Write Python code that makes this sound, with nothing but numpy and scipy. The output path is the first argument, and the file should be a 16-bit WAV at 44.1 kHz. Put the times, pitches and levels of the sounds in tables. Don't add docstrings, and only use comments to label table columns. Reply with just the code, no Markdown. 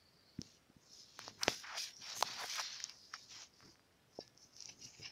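import sys
import numpy as np
from scipy import signal
from scipy.io import wavfile
from scipy.ndimage import uniform_filter1d

SR = 44100
rng = np.random.default_rng(int(sys.argv[2]) if len(sys.argv) > 2 else 0)


def persist_wave(psi):
    counts = np.round(np.clip(psi, -1, 1) * 32767).astype(np.int16)
    wavfile.write(sys.argv[1], SR, np.atleast_2d(counts).T)


N = 225741
TIME = np.arange(N) / SR
FFT_SIZE, HOP = 512, 128
BINS = np.fft.rfftfreq(FFT_SIZE, 1 / SR)[:, None]
FRAMES = np.arange(-(-N // HOP) + 1) * HOP / SR

# start_s, length_s, level_db, swell_db, hiss_centre_hz, half_width_octaves
LIGHT_GLIDES = [(0,0.36,-73,2.5,4530,0.12),(.43,0.12,-63.5,-3.5,5300,1),(.83,0.082,-71,0,5900,0.46),(.925,0.086,-57.5,1,5200,.48),
                (1.05,0.64,-63.5,-4.5,4750,0.59),(1.935,0.058,-61.5,4.5,5550,0.094),(2.88,0.1,-59.5,-3,5500,0.44),(2.99,0.06,-60.5,0.5,4770,0.27),(3.08,0.16,-63.5,5.5,5300,0.5),
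                (3.55,.16,-68,4.5,5080,0.29),(3.81,.03,-77,0,4780,.025),(4.16,0.065,-65.5,3,5350,0.24),(4.39,0.044,-69.5,10.5,5600,.25),(4.58,0.13,-55.5,-5.5,5430,.28),
                (4.83,0.016,-54.5,4.5,5700,0.45),(4.88,0.12,-66.5,3,6800,0.12)]
GLIDE_ATTACK_S, GLIDE_RELEASE_S = 0.066, 0.078

# start_s, length_s, level_db, swell_db, hiss_centre_hz, peel_rel_db, fine_crackle_rel_db
FIRM_STROKES = [(1.2,0.086,-57,0,5060,-5.5,-25),(1.42,0.039,-60.5,1,5500,-18,-7.5),(1.49,0.12,-44,-11.5,5200,-8.5,-17),(1.63,0.15,-64.5,4,5400,-1,-21),
                (1.78,0.061,-43,-2,4960,-10,-17),(1.86,0.039,-51,-4.5,4900,-4.5,-18.5),(2.02,0.11,-56.5,7.5,5000,-5.5,-23),(2.168,0.044,-47,-1,6100,-12.5,-12.5),
                (2.262,0.14,-48,-4.5,4870,-6.5,-22),(2.405,0.073,-48,-2.5,4730,-7.5,-14),(2.5,.11,-47,0,4850,-3.5,-16),
                (2.635,0.22,-45.5,-8,4470,-10,-31),(3.312,.125,-54,-2,5400,-7,-27.5)]


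def amp(db):
    return 10 ** (np.asarray(db) / 20)


def unit(x):
    return x / np.sqrt(np.mean(x ** 2) + 1e-20)


def add(mix, s, sound):
    part = mix[max(round(s * SR), 0):][:len(sound)]
    part += sound[:len(part)]


def impulse(points, size=4096):
    hz, db = np.transpose(points)
    log_hz = np.log(abs(np.fft.fftfreq(size, 1 / SR)) + 1)
    log_gain = np.log(amp(np.interp(log_hz, np.log(hz), db)))
    spectrum = np.exp(np.conj(signal.hilbert(log_gain)))
    return np.fft.ifft(spectrum).real[:size // 2]


def colour(x, points):
    return unit(signal.oaconvolve(x, impulse(points))[:N])


def slips(per_s, spread_db, smooth, clump_db, clump_hz):
    size = amp(spread_db * np.minimum(rng.exponential(1, N), 4))
    sign = rng.choice([-1, 1], N)
    grains = unit(size * sign * (rng.random(N) < per_s / SR))
    clumps = np.interp(TIME * clump_hz, np.arange(N), rng.standard_normal(N))
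    rub = grains + smooth * rng.standard_normal(N)
    return unit(rub * amp(clump_db * clumps))


def gestures(rows, attack_s, release_s):
    start, length, db, swell_db, *columns = np.transpose(rows)[:, :, None]
    progress = np.clip((FRAMES - start) / np.maximum(length, .001), 0, 1)
    before = np.maximum(start - FRAMES, 0) / attack_s
    after = np.maximum(FRAMES - start - length, 0) / release_s
    gains = amp(db + swell_db * progress - 20 * np.minimum(before + after, 10))
    return gains, progress, *columns


def together(gains, idle=0):
    joint = np.sqrt(np.sum(gains ** 2, axis=0) + idle ** 2)
    return np.interp(TIME, FRAMES, joint)


def blend(gains, values):
    return np.sum(gains ** 2 * values, axis=0) / np.sum(gains ** 2, axis=0)


def sweep(x, gain, ripple_db):
    overlap = FFT_SIZE - HOP
    z = signal.stft(x, SR, nperseg=FFT_SIZE, noverlap=overlap)[2]
    ripple = uniform_filter1d(rng.standard_normal(z.shape), size=2, axis=0)
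    ripple = unit(uniform_filter1d(ripple, size=22, axis=1))
    gain = gain * amp(ripple_db * ripple)
    gain = gain / np.sqrt(np.mean(gain ** 2, axis=0))
    return unit(signal.istft(z * gain, SR, nperseg=FFT_SIZE, noverlap=overlap)[1][:N])


def hiss(gains, hz, width_oct, top_hz=6900):
    half_width = np.maximum(blend(gains, width_oct), .02)
    away = np.log2((BINS + 1) / blend(gains, hz)) / half_width
    microphone_drop = np.sqrt(1 + (BINS / top_hz) ** 36)
    band = (1 + away ** 2) ** -1.5 / microphone_drop
    rub = slips(per_s=3000, spread_db=3.5, smooth=0.81, clump_db=2.05, clump_hz=170.4)
    return together(gains) * sweep(rub, band, ripple_db=4.0)


def sliding(trim_db=-1.5):
    light, _, light_hz, width_oct = gestures(LIGHT_GLIDES, GLIDE_ATTACK_S, GLIDE_RELEASE_S)
    firm, _, firm_hz, _, _ = gestures(FIRM_STROKES, attack_s=0.051, release_s=0.048)
    firm_width_oct = 0.55
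    return amp(trim_db) * (hiss(light, light_hz, width_oct) + hiss(firm, firm_hz, firm_width_oct))


def kitchen_hush(level_db=-74):
    # freq_hz, relative_db
    hush_colour = [(15, -61), (25, -28), (71, -0.5), (140, -6), (523, -7), (762, -9.5), (826, -11),
                   (4260, -20), (5430, -21), (15500, -29)]
    return amp(level_db) * colour(rng.standard_normal(N), hush_colour)


def peeling(glide_fine_db=-27, idle_db=-86, trim_db=5.0):
    # freq_hz, relative_db
    sheet_colour = [(200, -31), (550, -16), (1000, -13), (2000, -1.5), (3100, 0.5), (4200, 0), (5800, 3),
                    (6800, -31.5), (8000, -20), (16000, -48)]
    # freq_hz, relative_db
    fine_colour = [(3000,-25.5),(5500,-16.5),(6700,13),(8200,8.5),(11000,6.5),(13000,5),(15000,0),(16000,-5)]
    firm, _, _, peel_db, fine_db = gestures(FIRM_STROKES, attack_s=0.027, release_s=0.047)
    light = gestures(LIGHT_GLIDES, GLIDE_ATTACK_S, GLIDE_RELEASE_S)[0]
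    threads = slips(per_s=4000, spread_db=0.0, smooth=.9, clump_db=2.2, clump_hz=175)
    sheet_gain = together(firm * amp(peel_db), amp(idle_db))
    fine_gain = together(np.vstack([firm * amp(fine_db), light * amp(glide_fine_db)]))
    sheet = sheet_gain * colour(threads, sheet_colour)
    fine = fine_gain * colour(threads, fine_colour)
    crackle = amp(trim_db) * (sheet + fine)
    return np.std(crackle) * sweep(crackle, 1, ripple_db=3.0)


def squeezing(top_hz=2200, fall_oct=0.74, idle_db=-82, trim_db=-1.1):
    # start_s, length_s, level_db, swell_db, open_gap_hz
    squeezes = [(1.2,0.1,-65.5,2.5,850),(1.42,0.12,-46.5,-11.5,930),(1.645,0.13,-51,5.5,1020),(2.03,0.14,-61,6,760),
                (2.255,0.1,-53.5,-0.5,844),(2.37,0.071,-51.5,10.5,790),(2.48,0.092,-57,-1.5,1010),(2.59,0.0067,-38.5,-1.5,1030),
                (2.63,0.321,-63,-6,1120),(3.14,0.015,-58,0.5,1270),(3.33,.1,-67.5,6.5,1000),(3.605,0.086,-73,2.5,1220)]
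    gains, progress, open_hz = gestures(squeezes, attack_s=0.027, release_s=0.021)
    gap_hz = open_hz * 2 ** (-fall_oct * progress ** 2)
    ratio = BINS / blend(gains, gap_hz)
    resonance = abs(ratio ** 2 / (1 - ratio ** 2 + .95j * ratio)) ** 2
    gap = resonance / np.sqrt(1 + (BINS / top_hz) ** 9)
    rub = slips(per_s=1800, spread_db=0.5, smooth=0.58, clump_db=2.5, clump_hz=159)
    return together(gains, amp(idle_db)) * amp(trim_db) * sweep(rub, gap, ripple_db=1.0)


def rolling(idle_db=-82.5, trim_db=3.5):
    # start_s, length_s, level_db, swell_db
    shifts = [(.4,0.044,-63,-7),(.92,0.1,-79,-2),(1.21,0.25,-68.5,-2.5),(1.48,0.033,-56.5,-6),(1.96,0.056,-81,9.5),(2.19,0.22,-66.5,-6.5),
              (3.31,0.038,-77,3.5),(3.65,0.033,-64,-7.5),(4.2,0.16,-80.5,1),(4.67,.19,-73,2.5),(5,0.033,-67,2.5)]
    # freq_hz, relative_db
    table_colour = [(20, -16), (45, -10), (70, -11.5), (110, 4.5), (170, 0.5), (300, -3.5), (450, -7),
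                    (800, -33.5), (2000, -39.5)]
    gains, _ = gestures(shifts, attack_s=0.047, release_s=0.086)
    bumps = slips(per_s=150, spread_db=3.5, smooth=1.2, clump_db=1.5, clump_hz=38.4)
    return together(gains, amp(idle_db)) * amp(trim_db) * colour(bumps, table_colour)


def ticks(swell_s=.00016, top_hz=7000):
    # start_s, ring_peak_db, ring_hz, snap_peak_db
    releases = [(0.388,-49,1810,-70),(0.4161,-30,5360,-42.5),(1.1919,-40,6200,-30.5),(1.2802,-33.5,5200,-50),
                (1.3955,-60,5400,-47),(1.4331,-18.5,5430,-17.5),(1.4354,-21.5,4800,-33),(1.481,-20.5,5740,-41),(1.967,-41,5700,-67),
                (2.21,-34,4770,-27),(2.2253,-18.5,3870,-16),(2.2272,-23.5,5960,-28),
                (2.5566,-46,6000,-26),(2.597,-27,5350,-29),(2.6018,-28,5600,-36),(2.802,-40,5100,-41),
                (2.8405,-22.5,5940,-34.5),(2.8958,-33,4950,-39.5),(3.1386,-34.5,5600,-43.5),
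                (3.4197,-38.5,5100,-59),(3.6054,-49,1330,-52),(3.627,-51,1240,-65),(3.756,-53.5,1770,-64),(3.795,-53.5,1330,-62),(4.2781,-46.5,5430,-53),(4.3762,-46.5,5530,-67),
                (4.566,-41,5600,-52),(4.6051,-33.5,5570,-64),(4.6237,-34,5500,-69),(4.657,-32,5750,-64),
                (4.695,-43,5340,-51),(4.799,-63,6300,-52)]
    # freq_hz, relative_db
    snap_colour = [(100,-45),(500,-23),(1000,4.5),(2500,1),(4000,3.5),(6000,-5),(7800,-5.5),(12000,-10.5),(16000,-11)]
    out, snap = np.zeros(N), impulse(snap_colour)
    snap = snap / abs(snap).max()
    t = np.arange(len(snap)) / SR
    envelope = t ** 2 * np.exp(-t / swell_s)
    microphone = signal.butter(8, top_hz, fs=SR, output="sos")
    for s, ring_db, hz, snap_db in releases:
        ring = signal.sosfilt(microphone, np.sin(2 * np.pi * hz * t) * envelope)
        add(out, s, amp(ring_db) * ring / abs(ring).max() + amp(snap_db) * snap)
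    return out


def pops():
    # centre_s, peak_db, pitch_hz, half_length_ms (Gaussian sigma)
    bursts = [(.392, -33, 195, 1.8), (0.4172, -44.5, 260, 0.92), (0.702, -55, 225, 1.6),
              (0.768, -53, 181, 1.7), (1.192, -36.5, 1110, 0.26), (1.2803, -36, 480, 0.23),
              (1.4815, -12.5, 2030, 0.1), (1.482, -17, 605, 0.4), (1.4847, -40, 138, 3.4),
              (2.2107, -42, 450, 0.42), (2.2274, -18, 920, 0.6), (2.4441, -39, 590, 0.87),
              (2.598, -32, 980, 0.77), (2.8033, -39, 1940, 0.48), (3.1394, -36.5, 1780, 0.65),
              (3.14, -36.5, 1294, 1), (3.6556, -66, 159, 1.6), (3.691, -62, 330, 9.5),
              (4.1903, -32.5, 484, 0.73)]
    out, t = np.zeros(N), np.arange(-SR // 40, SR // 40) / SR
    for s, db, hz, half_ms in bursts:
        push = np.sin(2 * np.pi * hz * t) * np.exp(-.5 * (1000 * t / half_ms) ** 2)
        add(out, s + t[0], -amp(db) * push / abs(push).max())
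    return out


def cupping(trim_db=-0.5):
    # start_s, length_s, level_db, swell_db
    rubs = [(2.892,0.01,-53,-3.5),(3.139,0.01,-44,-6.5),(3.55,0.14,-84,-5),(4.204,0.02,-63,-3),(4.58,0.095,-63,-4),(4.692,0.011,-49.5,-7.5),
            (4.81,0.071,-63.5,6),(4.9,.1,-71.5,10),(5.01,0.041,-61.5,14),(5.06,0.07,-53,-9)]
    # freq_hz, width_hz, relative_db
    hollow = [(814,220,-11),(1800,1050,-15),(2320,170,-4.5),(2750,760,-5),(3760,160,-9),(4130,280,-6),(4920,390,-3),(5410,260,2.5),(5950,250,-3),(7160,300,-26)]
    gains, _ = gestures(rubs, attack_s=0.0073, release_s=0.052)
    power = 0
    for hz, width_hz, db in hollow:
        power = power + (amp(db) / (1 + (2 * (BINS - hz) / width_hz) ** 2)) ** 2
    rub = slips(per_s=2100, spread_db=0.5, smooth=0.61, clump_db=2.6, clump_hz=106.0)
    return together(gains) * amp(trim_db) * sweep(rub, np.sqrt(power), ripple_db=4.0)


def clinks(attack_s=0.002):
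    # start_s, level_db
    jolts = [(3.139, -47.5), (4.2039, -45.5)]
    # mode_hz, level_rel_jolt_db, t60_s
    tableware = [(1730, -24.5, 0.5), (2150, -32, 0.53), (3850, -17.5, 0.18), (4220, -23, 0.16),
                 (4750, -2.5, 0.087), (5430, 1, 0.051)]
    out, t = np.zeros(N), TIME[:SR // 2]
    for s, db in jolts:
        ringing = np.zeros(len(t))
        for hz, mode_db, t60 in tableware:
            phase = rng.random()
            ringing += amp(mode_db - 60 * t / t60) * np.sin(2 * np.pi * (hz * t + phase))
        add(out, s, amp(db) * ringing * np.minimum(t / attack_s, 1))
    return out


def strays(per_s=24, from_s=3.2, least_db=-66, spread_db=4.5):
    # freq_hz, relative_db
    click_colour = [(200, -3), (700, 7), (1400, -1), (2500, -23), (3600, -10), (5400, 17), (6800, 4),
                    (8500, -24), (16000, -38)]
    size = amp(least_db + spread_db * np.minimum(rng.exponential(1, N), 3))
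    clicks = size * (rng.random(N) < per_s / SR) * (TIME > from_s)
    click = impulse(click_colour)
    return signal.oaconvolve(clicks, click / abs(click).max())[:N]


def room(x, t60=0.11, wet_db=-21):
    t = TIME[:SR // 2]
    echoes = rng.standard_normal(len(t)) * (rng.random(len(t)) < .06)
    tail = echoes * amp(-60 * t / t60) * (t > .003)
    return x + amp(wet_db) * signal.oaconvolve(x, tail / np.linalg.norm(tail))[:N]


def scene():
    rubbing = sliding() + peeling() + squeezing() + rolling() + cupping()
    events = ticks() + pops() + clinks() + strays()
    mix = room(rubbing + events) + kitchen_hush()
    return np.array([mix, mix])


def record(dry, edge_hz=15750):
    lowpass = signal.firwin(511, edge_hz, window=("kaiser", 9), fs=SR)
    return signal.oaconvolve(dry, lowpass[None], "same")


dry = scene()
out = record(dry)
persist_wave(out)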